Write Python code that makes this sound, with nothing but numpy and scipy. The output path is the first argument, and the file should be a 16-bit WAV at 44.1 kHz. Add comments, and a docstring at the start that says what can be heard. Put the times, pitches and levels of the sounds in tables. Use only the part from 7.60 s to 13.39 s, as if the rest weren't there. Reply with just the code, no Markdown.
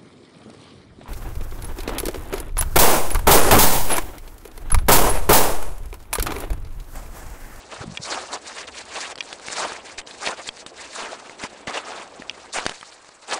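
"""Boots crush crusty snow, heard by a hand-held camera: bursts of random fractures in three grain sizes
give a dull crunch of packing, a crackle of crust and a fine hiss of crystals. Damped modes and dry noise snap
as twigs and ice, and a loose buckle clacks with its own set of modes. Single pushes jolt the camera and short
scraping tones bump its casing; a dull rustle, stirring bass air and steady circuit hiss lie underneath."""
import sys
import numpy as np
from scipy import signal
from scipy.fft import rfft, irfft, next_fast_len
from scipy.io import wavfile
from scipy.ndimage import uniform_filter1d

SR = 44100
rng = np.random.default_rng(int(sys.argv[2]) if len(sys.argv) > 2 else 0)


def elevation(decibels):
    """Turn decibel levels (scalar or array-like) into linear amplitude ratios."""
    levels = np.asarray(decibels, float)
    return 10 ** (levels / 20)


def transcribe(signal):
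    """Save signal, clipped to [-1, 1], as a 16-bit WAV file at the path in sys.argv[1]."""
    frames = np.atleast_2d(signal).T
    limited = np.clip(frames, -1, 1)
    pcm = np.round(limited * 32767).astype(np.int16)
    wavfile.write(sys.argv[1], SR, pcm)


N = 255339
TIME = np.arange(N) / SR
SHORT = TIME[:2000]  # time axis of the small impacts
ONSET = np.clip(SHORT / 0.00059, 0, 1)  # a break takes a moment to run through


def colour(x, points):
    """Causal filter that follows (Hz, dB) points, from the folded cepstrum of the log gain."""
    hz, db = np.transpose(points)
    size = 4096
    grid = np.maximum(np.arange(size // 2 + 1) * SR / size, 1)
    log_gain = np.interp(np.log(grid), np.log(hz), db) * np.log(10) / 20
    cepstrum = irfft(log_gain)
    cepstrum[1:size // 2] *= 2
    cepstrum[size // 2 + 1:] = 0
    impulse = irfft(np.exp(rfft(cepstrum)))[:size // 2]
    return signal.fftconvolve(x, impulse)[:len(x)]


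def unit(x):
    """Scale to rms 1."""
    return x / np.sqrt(np.mean(x ** 2))


def walk(rate):
    """Random levels joined every 1 / rate s, with the slow drift taken out; spread 1."""
    steps = rng.standard_normal(int(N / SR * rate) + 2)
    steps = steps - uniform_filter1d(steps, size=5)
    return unit(np.interp(TIME * rate, np.arange(len(steps)), steps))


def flicker(depth_db, wander):
    """Gain that wanders by depth_db and about keeps the mean power."""
    return elevation(depth_db * wander - depth_db ** 2 * np.log(10) / 20)


def grains(rate, spread_db):
    """Random fractures, rate per second: many tiny, a few large."""
    happens = rng.random(N) < rate / SR
    size = rng.exponential(size=N)
    sign = rng.standard_normal(N)
    return happens * elevation(spread_db * size) * sign


def add(out, s, sound):
    """Mix a short sound in at s seconds."""
    i = int(s * SR)
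    out[i:i + len(sound)] += sound[:N - i]


def ring(hz, t60):
    """One damped mode, falling 60 dB in t60 seconds."""
    return np.sin(2 * np.pi * hz * SHORT) * np.exp(-np.log(1000) * SHORT / t60)


def patchy_texture(x, depth_db):
    """Uneven, patchy texture: each half octave flickers at random on its own, more strongly towards the treble."""
    size = next_fast_len(N)
    spectrum, hz = rfft(x, size), np.arange(size // 2 + 1) * SR / size
    octave = np.log2(np.maximum(hz, 1) / 250)
    out = irfft(spectrum * np.clip(-2 * octave, 0, 1), size)[:N]  # the lowest part stays steady
    for k, depth in enumerate(np.linspace(*depth_db, 12)):
        share = np.clip(1 - np.abs(2 * octave - k), 0, 1)
        out += irfft(spectrum * share, size)[:N] * flicker(depth, walk(55))
    return out


# Swells of the crushing snow: (peak time [s], level [dB], depth [dB], rise [s], fall [s]);
# depth lifts the packing and lowers the fine crystals; rise and fall play no shorter than 0.003 s
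CRUNCHES = [(0.0, -52, -1.5, .1, 0.091), (0.121, -42, 7.5, 0.0065, 0.019), (.14, -43, 1.5, 0.045, 0.086),
            (.227, -41, 4, 0.031, 0.019), (.378, -48.5, -3, 0.098, 0.0053),
            (0.458, -40.5, -5.5, 0.039, .04), (0.528, -31.5, 2.5, 0.063, 0.054),
            (.57, -39, 4.5, 0.028, 0.083), (.62, -41.5, -1, 0.041, 0.077), (.72, -40, 4, 0.035, .03),
            (.737, -32.5, 3, 0.014, 0.037), (.9, -41, 0, 0.07, 0.037), (.992, -39, -0.5, 0.049, 0.049),
            (1.079, -37, 0, 0.0043, 0.016), (1.195, -40, -2, 0.054, 0.031),
            (1.35, -42.5, -0.5, 0.086, 0.021), (1.374, -33, 3.5, 0.033, 0.016),
            (1.442, -34.5, -2, 0.058, 0.017), (1.47, -43.5, 4, 0.037, 0.042),
            (1.515, -41, -1.5, 0.046, 0.019), (1.591, -52, -1, 0.0084, .045),
            (1.72, -45.5, -0.5, 0.088, 0.055), (1.897, -40, -0.5, 0.074, 0.021),
            (1.929, -35, -1.5, 0.021, 0.032), (1.971, -38.5, -7, 0.016, 0.046),
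            (2.015, -30, 3, 0.052, 0.064), (2.108, -38.5, 2.5, 0.032, 0.084),
            (2.269, -45.5, -1.5, 0.03, 0.084), (2.386, -37.5, -4, 0.0049, 0.02),
            (2.476, -48, -3, 0.011, 0.12), (2.674, -30.5, 1, 0.056, 0.033), (2.719, -36, 4.5, 0.049, 0.026),
            (2.8, -41, 2.5, 0.041, 0.022), (2.884, -41.5, -3.5, 0.048, 0.014),
            (3.016, -49, -3.5, 0.089, 0.02), (3.07, -50.5, -8, 0.0023, 0.032),
            (3.218, -43.5, -1, 0.06, 0.082), (3.338, -43, -4.5, 0.027, 0.079),
            (3.414, -34.5, 3, 0.057, 0.048), (3.48, -41.5, 5, 0.069, .09), (3.536, -42.5, 2, 0.034, 0.034),
            (3.704, -49.5, 1, 0.32, 0.066), (3.82, -42.5, 2, 0.037, 0.018), (3.842, -35, 0, 0.02, 0.024),
            (3.948, -50.5, 1.5, 0.073, 0.12), (4.077, -32, 5, 0.0032, 0.033), (4.11, -40.5, 6, .02, 0.018),
            (4.168, -32, 3.5, 0.036, 0.035), (4.311, -39.5, 4, 0.092, 0.028),
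            (4.381, -40.5, 4, 0.071, 0.08), (4.6, -50.5, 2, .13, 0.11), (4.8, -50, 0.5, 0.094, 0.14),
            (4.937, -38, -7, 0.002, 0.036), (4.963, -28, 1, 0.021, 0.039), (5.023, -40, 4.5, 0.051, 0.033),
            (5.075, -42.5, -0.5, .04, 0.1), (5.215, -55.5, -5.5, 0.15, .05),
            (5.3, -51.5, -1.5, 0.074, 0.069), (5.5, -56, -1.5, 0.36, .12), (5.626, -47, 0, .007, 0.028),
            (5.69, -39, 3.5, 0.0078, 0.035), (5.735, -28.5, 3, 0.039, 0.042)]
# How icy the crust is along the path: (time [s], crust level [dB])
GROUND = [(0.0, 1), (0.75, -4), (1.0, 3.5), (1.45, 2), (2.0, -1), (2.3, 4), (2.7, -0.5), (3.2, 3.5),
          (3.5, -1.5), (3.85, 2), (4.15, 2), (4.4, -0.5), (5.0, 0.5), (5.7, -1.5)]
# Tone of the dull deep packing: (frequency [Hz], relative level [dB])
PACK = [(100, -32.5), (250, -12), (400, -6.5), (650, -2), (900, -2.5), (1300, -3.5), (1700, -12.5),
        (2500, -44)]
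# Tone of the breaking crust: (frequency [Hz], relative level [dB])
CRUST = [(900, -36), (1300, -16), (1600, 1.5), (2500, 0), (3700, -4.5), (4500, -20.5), (6500, -55)]
# Tone of the fine crystals: (frequency [Hz], relative level [dB])
CRYSTAL = [(2600, -46.5), (3600, 0), (4300, 4), (5500, 1), (7500, 0), (10000, -7.5), (11000, -78)]


def snow():
    """Crunches swell and die in three sizes of fracture: crystals lead, crust follows, packing peaks last."""
    at, level_db, depth_db, rise, fall = np.array(CRUNCHES).T[:, :, None]
    icy_db = np.interp(at, *np.transpose(GROUND))
    lag_s = 0.004  # from one depth to the next
    edge = 2.01  # the higher, the flatter the top of a crunch and the more sudden its ends
    coarse = TIME[::64]

    def load(db, lag, fall_scale=1):
        """Gain of one grain size: the crunches add up in power."""
        t = coarse - at - lag
        length = np.maximum(np.where(t < 0, rise, fall * fall_scale), .003)
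        power = elevation(2 * db) * np.exp(-2 * (np.abs(t) / length) ** edge)
        return np.interp(TIME, coarse, np.sqrt(power.sum(axis=0)))

    # the sole slips in small jerks, which shake every grain size together
    jerk = walk(90)
    big = unit(grains(1500, 1.5))  # large fractures heard in all three layers
    pack = unit(colour(big + 1.47 * unit(grains(5000, 0.45)), PACK))
    crust = unit(colour(0.63 * big + unit(grains(7000, 1.6)), CRUST))
    crystal = unit(colour(0.058 * big + unit(grains(15000, 2.4)), CRYSTAL))

    pack_load = load(level_db + depth_db + 0.09, lag_s, fall_scale=0.92)
    crust_load = load(level_db + 0.1 * depth_db + icy_db - 1.0, 0)
    crystal_load = load(level_db - depth_db + 0.8, -lag_s)
    return (pack * pack_load * flicker(0.25, jerk)
            + crust * crust_load * flicker(0.27, jerk)
            + crystal * crystal_load * flicker(1.68, jerk))


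# Tone of the rustle of movement: (frequency [Hz], relative level [dB])
RUSTLE = [(60, -11), (140, -8.5), (220, 0.5), (500, 5.5), (950, 0.5), (1500, -18), (3000, -15), (6000, -35)]


def rustle():
    """A dull rustle of dense random grains while the walker moves, fading out over 0.36 s."""
    silent_s = 5.16
    moving = np.clip((silent_s - TIME) / 0.36, 0, 1)
    return unit(colour(grains(6000, 2.5), RUSTLE)) * elevation(-48) * moving


# Air stirring at the microphone port: (time [s], level [dB])
STIR = [(0.0, -60), (0.4, -51), (0.6, -60), (3.2, -66.5), (3.7, -69), (5.05, -62.5), (5.27, -77)]


def stirring_air():
    """Bass noise that swells and sinks slowly, with a quicker unsteadiness on top."""
    bass = unit(colour(rng.standard_normal(N), [(20, -9), (65, 20.5), (130, 6.0), (300, -39), (2000, -83)]))
    swell = elevation(np.interp(TIME, *np.transpose(STIR)))
    return bass * swell * flicker(2.5, walk(8.2))


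# Tone of the circuit hiss: (frequency [Hz], relative level [dB])
HISS = [(20, -8), (150, -7.5), (400, 0), (610, 3), (1300, 2), (2200, -7.5), (6500, -28), (10500, -28)]


def hiss():
    """Steady noise of the preamplifier, with a narrow high band around 7.7 kHz."""
    steady = unit(colour(rng.standard_normal(N), HISS)) * elevation(-53.5)
    band = [(6500, -37), (7400, -16), (7700, 18), (8000, 1), (9000, -23)]
    whistle = unit(colour(rng.standard_normal(N), band)) * elevation(-68.0)
    return steady + whistle


# Fingers on the casing: (centre time [s], level [dB], pitch [Hz])
BUMPS = [(0.192, -45, 111), (0.212, -29.5, 121), (0.243, -26, 333), (.262, -30.5, 187), (0.28, -25, 191),
         (.3, -29.5, 168), (.323, -31, 160), (0.334, -39, 130), (0.402, -32.5, 141), (3.84, -26.5, 240),
         (4.08, -28.5, 225), (4.6, -32, 244)]


def bumps():
    """Soft, scraping bumps ring the casing for a cycle or two under a bell-shaped swell."""
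    out = np.zeros(N)
    half_cycles = 1.1  # half length of a bump, in cycles of its pitch
    centre = TIME[1000]
    t = SHORT - centre
    for (s, db, hz), rub in zip(BUMPS, rng.standard_normal((len(BUMPS), 2000))):
        tone = np.cos(2 * np.pi * hz * t)
        scrape = 2.2 * uniform_filter1d(rub, size=60)
        swell = np.exp(-2 * (t * hz / half_cycles) ** 2)
        add(out, s - centre, -elevation(db) * (tone + scrape) * swell)
    return out


# Breaking twigs and ice: (time [s], level [dB], pitch [Hz], knock against it [dB], dry crack against it [dB])
SNAPS = [(.35, -33, 2820, -30, 4), (1.5551, -28, 4580, -22, 3), (1.5767, -29, 4240, -29, 3),
         (1.5842, -28, 3200, -25, 3), (1.6246, -31, 3940, -13, 2), (1.7274, -22, 3430, -10, 5),
         (1.7963, -33, 1200, -14, 6), (1.8831, -18, 2220, -12, 0), (1.9012, -26, 2800, -8, 3),
         (2.1195, -22, 1190, -4, 0), (2.2964, -29, 2190, -16, 0), (2.381, -22, 2440, -6, -2),
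         (2.4139, -31, 3100, -13, 0), (2.4718, -27, 3850, -16, 0), (2.51, -29, 3500, -22, -2),
         (2.6724, -10, 1900, -2, -4), (2.688, -20, 1740, -14, 0), (2.8885, -14, 3250, -20, -5),
         (2.9684, -33, 4800, -19, 0), (3.0627, -24, 3700, -28, 3), (3.695, -27, 2170, -5, -2),
         (3.836, -17, 2100, -3, -2), (4.0715, -20, 2060, -5, -2), (4.62, -22, 1840, -6, -6),
         (4.7103, -31, 2700, -8, 0), (4.9853, -19, 1250, -7, 2), (5.0536, -25, 4500, 2, 4),
         (5.0633, -16, 4700, -6, 11), (5.0938, -22, 3000, -4, 7), (5.1088, -30, 1900, -14, 6),
         (5.1135, -28, 1550, -14, 5), (5.118, -29, 1570, -16, 6), (5.2103, -30, 3160, -27, 0),
         (5.2284, -24, 1230, -33, -4), (5.445, -39, 1060, -23, 5), (5.4894, -37, 1240, 0, 3)]


def snaps():
    """A brittle break: short modes, a dull knock, and a pressure dip that rebounds, with a dry spray."""
    out = np.zeros(N)
    t60 = 0.014  # ring of a twig, s
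    chance, crack = rng.random((len(SNAPS), 3)), rng.standard_normal((len(SNAPS), 2000))
    dip = np.exp(-((SHORT - .0004) / .0001) ** 2)
    rebound = .08 * np.exp(-((SHORT - .0016) / .001) ** 2)
    for (s, db, hz, knock_db, crack_db), c, noise in zip(SNAPS, chance, crack):
        upper = .7 * ring(hz * (1.1 + .3 * c[0]), .7 * t60)
        lower = .7 * ring(hz * (.7 + .2 * c[1]), .7 * t60)
        body = ring(hz, t60) + upper + lower
        knock = elevation(knock_db) * ring(550 + 300 * c[2], 0.89 * t60)
        spray = .7 * uniform_filter1d(noise, size=3) * np.exp(-np.log(1000) * SHORT / t60)
        dry_crack = elevation(crack_db) * (dip - rebound + spray * ONSET)
        add(out, s + .0007, -elevation(db) * ((body + knock) * ONSET + dry_crack))
    return out


# Clacks of the loose buckle: (time [s], level [dB])
CLACKS = [(0.3722, -8), (1.6062, -8.5), (4.6956, -12)]
# Modes of the buckle: (frequency [Hz], level [dB], time to fall 60 dB [s])
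BUCKLE = [(1840, -26.5, 0.049), (2404, -10, 0.022), (2810, -11.5, 0.021), (3310, -12, 0.019),
          (4600, -18, 0.016), (5020, -19.5, 0.014), (5710, -14, 0.011)]


def buckle():
    """One small hard object: the same modes in slightly different balance each time, roughened by noise."""
    out = np.zeros(N)
    chance = rng.standard_normal((len(CLACKS), len(BUCKLE)))
    rattle = rng.standard_normal((len(CLACKS), 2000))
    for (s, db), c, noise in zip(CLACKS, chance, rattle):
        clack = np.zeros(2000)
        for k, ((hz, mode_db, t60), change) in enumerate(zip(BUCKLE, c)):
            clack += (-1) ** k * elevation(mode_db + 1.8 * change) * ring(hz, t60)
        rough = 1 + .45 * unit(uniform_filter1d(noise, size=30))
        add(out, s, elevation(db) * clack * rough * ONSET)
    return out


# Jolts of the camera by steps: (time [s], level [dB], time constant of the push [s])
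JOLTS = [(2.385, -39, 0.0083), (2.668, -47, 0.0044), (2.889, -44, 0.0076), (3.056, -57, 0.0049),
         (3.42, -49, .008), (4.973, -37, 0.01), (5.064, -34, 0.0045), (5.095, -46, 0.018)]


def jolts():
    """A jolt through the hand pushes the diaphragm once, and it swings slowly back."""
    out = np.zeros(N)
    for s, db, push in JOLTS:
        t = TIME[:8000] / push
        add(out, s, elevation(db) * np.e * t * np.exp(-t) * np.cos(0.17 * t))
    return out


def scene():
    """Everything at one small microphone."""
    patchy = patchy_texture(snow() + rustle() + stirring_air(), (2.1, 3.0))  # flicker, dB: low to high bands
    return (patchy + hiss() + bumps() + snaps() + buckle() + jolts())[None]


def top_cut(x):
    """Nothing passes above the cut-off."""
    return signal.sosfilt(signal.butter(12, 10400, fs=SR, output="sos"), x)


def record(dry):
    """The camera cuts the top steeply, above 10150 Hz."""
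    low_pass = signal.ellip(10, .3, 65, 10150, fs=SR, output="sos")
    mix = signal.sosfilt(low_pass, dry)
    return top_cut(mix)


dry = scene()
out = record(dry)
transcribe(out)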